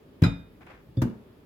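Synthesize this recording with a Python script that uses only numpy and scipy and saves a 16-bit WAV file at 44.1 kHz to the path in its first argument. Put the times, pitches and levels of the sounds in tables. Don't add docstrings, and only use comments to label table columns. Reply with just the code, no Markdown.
import sys
import numpy as np
from scipy import signal
from scipy.io import wavfile
from scipy.ndimage import uniform_filter1d

SR = 44100
rng = np.random.default_rng(int(sys.argv[2]) if len(sys.argv) > 2 else 0)


def transcribe(signal):
    frames = np.atleast_2d(signal).T
    limited = np.clip(frames, -1, 1)
    pcm = np.round(limited * 32767).astype(np.int16)
    wavfile.write(sys.argv[1], SR, pcm)


def magnitude_from_level(level_db):
    exponent = np.asarray(level_db, float) / 20
    return 10 ** exponent


N = 63945


def at_hz(points, hz):
    table = np.array(points)
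    return np.interp(np.log(hz), np.log(table[:, 0]), table[:, 1])


def rms_one(x):
    return x / np.sqrt(np.mean(x ** 2) + 1e-20)


def butter(x, order, hz, kind="low"):
    return signal.sosfilt(signal.butter(order, hz, kind, fs=SR, output="sos"), x)


def clicks(s, gain):
    out = np.zeros(N) + 1e-18
    out[np.clip((np.asarray(s) * SR).astype(int), 0, N - 1)] = gain
    return out


def ring(x, hz, t60):
    r = magnitude_from_level(-60 / (max(t60, 0.01) * SR))
    w = 2 * np.pi * hz / SR
    return signal.lfilter([0, np.sin(w)], [1, -2 * r * np.cos(w), r * r], x)


def burst_decay(s, db, t60):
    return signal.lfilter([1], [1, -magnitude_from_level(-60 / (t60 * SR))], clicks(s, magnitude_from_level(db)))


# frequency in Hz, likeness from 0 to 1.
LEFT_RIGHT_LIKENESS = [(100, 0.99), (300, 0.78), (600, 0.28), (2000, 0.01), (10000, 0.01)]


def coloured(spectrum, patchy_db):
    out = 0
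    edges = 28 * 2 ** np.arange(0, 9.6, 0.5)
    white = rng.standard_normal((2, 2, N))
    for k, (low, high) in enumerate(zip(edges, edges[1:])):
        mid, side = butter(white[k % 2], 2, [low, high], "band")
        hz = np.sqrt(low * high)
        alike = np.clip(at_hz(LEFT_RIGHT_LIKENESS, hz), 0, 1)
        flicker = np.interp(np.arange(N), np.linspace(0, N, 20), rng.standard_normal(20))
        stereo = np.sqrt(1 + alike) * mid + np.sqrt(1 - alike) * side * [[1], [-1]]
        out = out + magnitude_from_level(at_hz(spectrum, hz) + patchy_db * flicker) * stereo
    return rms_one(out)


# frequency in Hz, level in dB per Hz.
HUM_COLOUR = [(30, -23), (50, 4.5), (110, 1.5), (400, -2), (700, -14.5), (3000, -25.5), (7500, -41),
              (13000, -35)]


def room_hum():
    return magnitude_from_level(-53.5) * coloured(HUM_COLOUR, patchy_db=1.5)


def thump(touches, modes, lead=-1):
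    contact_hz, push_cut_hz, side_db = 336, 121.3, -18
    s, db = np.transpose(touches)[:2]
    r = np.exp(-2 * np.pi * contact_hz / SR)
    hits = clicks(s, magnitude_from_level(db) * np.where(s == s[0], lead, 1))
    push = signal.lfilter([(1 - r) ** 3], np.poly([r, r, r]), hits)
    push = butter(push, 2, push_cut_hz, "high")
    rings = np.array([magnitude_from_level(level_db) * ring(push, hz, t60) for hz, level_db, t60 in modes])
    slope = np.gradient(rings, axis=1) * SR / 1200
    side = magnitude_from_level(side_db) * rng.choice([-1, 1], len(modes)) @ slope
    return rings.sum(0) + side * [[1], [-1]]


def glass(touches, pitches, modes):
    port_turn = 0.33
    s, db = np.transpose(touches)[[0, 3]]
    out = np.zeros((2, N))
    for hz, (level_db, t60) in zip(pitches, modes):
        wave = ring(clicks(s, magnitude_from_level(db + level_db)), hz, t60)
        delay = SR * port_turn * rng.uniform(0.72, 0.77) / hz
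        late = np.interp(np.arange(N) - delay, np.arange(N), wave)
        out += [wave, late] if rng.random() < 0.5 else [late, wave]
    return out


def crack(touches, colour):
    s, db = np.transpose(touches)[[0, 2]]
    return burst_decay(s, db, t60=0.07) * coloured(colour, patchy_db=1)


# start in seconds, thump in dB, crack in dB, glass in dB.
LANDING = [
    (.2195, -16.5, -39.5, -91),
    (.224, -6, -34.5, -81),
    (.2365, -13, -28.5, -39),
    (.2485, -14, -37, -52.5),
    (.265, -13, -37.5, -83),
    (.2825, -22.5, -53, -75),
    (.291, -27.5, -58, -80),
]
# frequency in Hz, level in dB, t60 in seconds.
LANDING_COUNTER = [(51.5, -4, 0.31), (109, -2, 0.14), (122, -2.5, 0.069), (169.4, 1.5, 0.071),
                   (199.9, -19.5, 0.55), (228, -3.5, 0.061), (277.6, -7, 0.3), (333, -16.5, 0.14),
                   (378.9, -15.5, 0.31), (466.6, -10, 0.14), (499.7, -35.5, 0.75)]
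LANDING_GLASS_HZ = [1269, 1360, 1420, 1615, 2454, 3666, 3920, 3960, 4990, 5180, 6643, 7079, 8985, 9825]
# level in dB, t60 in seconds.
LANDING_GLASS = [(3, 0.21), (3, 0.11), (5, 0.05), (1, .2), (1.5, 0.38), (-3, 0.42), (-16, 0.32), (8, 0.14),
                 (-1.5, 0.17), (-1.5, 0.099), (-13, .15), (-11, 0.17), (-11.5, .11), (-9, 0.051)]
# frequency in Hz, level in dB per Hz.
LANDING_CRACK = [(250, -37), (500, 5.5), (1400, -1), (2200, -3.5), (5200, -20), (6200, -27), (9000, -29.5),
                 (16000, -50.5)]


def landing():
    thumps = thump(LANDING, LANDING_COUNTER)
    rings = glass(LANDING, LANDING_GLASS_HZ, LANDING_GLASS)
    return thumps, rings, crack(LANDING, LANDING_CRACK)


# start in seconds, level in dB.
TICK_TOUCHES = [
    (0.2215, -36.5),
    (0.2248, -51.5),
    (.2355, -64),
    (0.6185, -76),
    (0.666, -62.5),
    (1.0187, -42),
    (1.023, -65),
]


def ticks():
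    s, db = np.transpose(TICK_TOUCHES)
    burst = burst_decay(s, db, t60=0.02) * rng.standard_normal((2, N))
    return butter(burst, 1, 2100, "high")


# frequency in Hz, width in Hz, level in dB.
SHELL_RESONANCES = [(1410, 410, 7.5), (2010, 190, 6.5), (3930, 230, -29), (4860, 350, -1), (6870, 680, -10.5),
                    (8550, 190, -10), (9500, 220, -27), (10000, 300, -29), (11700, 400, -15), (13300, 380, -18)]


def shiver():
    start_s, level_db, t60_s, rise_s = 0.2355, -24, 0.13, 0.0017
    t = np.arange(N) / SR - start_s
    fall = magnitude_from_level(level_db - 60 * np.maximum(t, 0) / t60_s)
    noise = rng.standard_normal((2, N)) * np.clip(t / rise_s, 0, 1) * fall
    return sum(magnitude_from_level(db) * butter(noise, 2, [hz - w / 2, hz + w / 2], "band") for hz, w, db in SHELL_RESONANCES)


def kitchen(x):
    t60_s, top_t60_s = 0.43, 0.24
    t = np.arange(SR // 2) / SR
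    noise = rng.standard_normal((3, len(t)))
    low = butter(noise, 2, 450)
    top = butter(noise[:2], 1, 3000, "high")
    body = low[2] + noise[:2] - low[:2] - top
    tail = body * magnitude_from_level(-60 * t / t60_s) + top * magnitude_from_level(-60 * t / top_t60_s)
    tail = tail * np.clip(t / 0.005, 0, 1)
    tail = tail / np.sqrt(np.mean(np.sum(tail ** 2, 1)))
    return signal.fftconvolve(x, tail, axes=1)[:, :N]


# time in seconds, level in dB.
SCUFF_PRESSURE = [
    (0.607, -62.5),
    (0.616, -53.5),
    (0.662, -62),
    (0.669, -52),
    (.7, -51.5),
    (0.711, -47),
    (.73, -54),
    (0.773, -58),
    (.84, -69),
]
# frequency in Hz, level in dB per Hz.
SCUFF_NOISE = [(290, -33), (500, -9.5), (637, -10), (862, -7.5), (2350, -13), (4000, -33.5), (9000, -48),
               (11700, -70), (19800, -120)]


def scuff():
    s, db = np.transpose(SCUFF_PRESSURE)
    level = magnitude_from_level(np.interp(np.arange(N) / SR, s, db, left=-120, right=-120))
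    grain = magnitude_from_level(1.8 * np.repeat(rng.standard_normal(N // 200 + 1), 200)[:N])
    level = uniform_filter1d(level, size=100)
    return level * uniform_filter1d(grain, size=100) * coloured(SCUFF_NOISE, patchy_db=0.3)


# start in seconds, thump in dB.
HAND_BUMP = [
    (.885, -45.5),
]
# start in seconds, thump in dB, crack in dB, glass in dB.
EDGE_TOUCH = [
    (.9705, -27, -56, -49),
    (.9732, -17, -56, -75),
]
DROP_FLAT = [
    (1.0179, -38, -29, -69),
    (1.0207, -15.5, -39, -62),
    (1.0364, -20.5, -72.5, -74),
]
ROCK_AND_SETTLE = [
    (1.054, -17, -65.5, -64),
    (1.098, -28.5, -66, -76),
]
# frequency in Hz, level in dB, t60 in seconds.
EDGE_COUNTER = [(118.3, 5.5, 0.26), (179, -11, 0.3), (269, -1.5, 0.094), (334, -2, 0.066), (532, -11, 0.45)]
DROP_COUNTER = [(118, 6.5, .11), (143, -10, 0.1), (177.5, -7.5, .2), (237.7, -1, 0.197), (275, 1, 0.084),
                (308.4, 0.5, 0.081), (375, -15, 0.31), (437, -42.5, 0.146), (466, -13, 0.12)]
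SETTLE_COUNTER = [(208.3, -16, 0.38), (238.3, 1.5, 0.12), (316, -9.5, 0.26), (368, -4, 0.12),
                  (436, -6, 0.13)]
EDGE_GLASS_HZ = [3515, 4750, 4883, 7300, 8600]
DROP_GLASS_HZ = [2487, 2692, 2869, 4750]
# level in dB, t60 in seconds.
EDGE_GLASS = [(0, .16), (-5, .06), (-10, .08), (-18, .05), (-20, .05)]
DROP_GLASS = [(-13, 0.096), (-1, 0.22), (7.5, 0.14), (-17, .1)]
# frequency in Hz, level in dB per Hz.
DROP_CRACK = [(250, -24), (500, -0.5), (1400, -6), (2700, -25), (4500, -20.5), (7000, -27), (16000, -32.5)]


def tip_and_drop():
    thumps = thump(HAND_BUMP, EDGE_COUNTER[:1]) + thump(EDGE_TOUCH, EDGE_COUNTER)
    thumps = thumps + thump(DROP_FLAT, DROP_COUNTER) + thump(ROCK_AND_SETTLE, SETTLE_COUNTER, lead=0.79)
    rings = glass(EDGE_TOUCH, EDGE_GLASS_HZ, EDGE_GLASS)
    rings = rings + glass(DROP_FLAT + ROCK_AND_SETTLE, DROP_GLASS_HZ, DROP_GLASS)
    return thumps, rings, crack(EDGE_TOUCH + DROP_FLAT + ROCK_AND_SETTLE, DROP_CRACK)


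def scene():
    land_thumps, land_rings, land_cracks = landing()
    drop_thumps, drop_rings, drop_cracks = tip_and_drop()
    thumps = land_thumps + drop_thumps
    rings = land_rings + drop_rings
    cracks = land_cracks + drop_cracks + ticks() + shiver()
    reflections = kitchen(magnitude_from_level(-15) * thumps + magnitude_from_level(-9) * cracks + magnitude_from_level(-10) * rings)
    balance = magnitude_from_level(np.array([[0.8], [-0.8]]))
    return thumps + (rings + cracks + scuff()) * balance + reflections + room_hum()


def low_pass(x):
    return signal.sosfilt(signal.butter(12, 16480, fs=SR, output="sos"), x)


def record(dry):
    mix = butter(dry, 2, 35, "high")
    return low_pass(mix)


dry = scene()
out = record(dry)
transcribe(out)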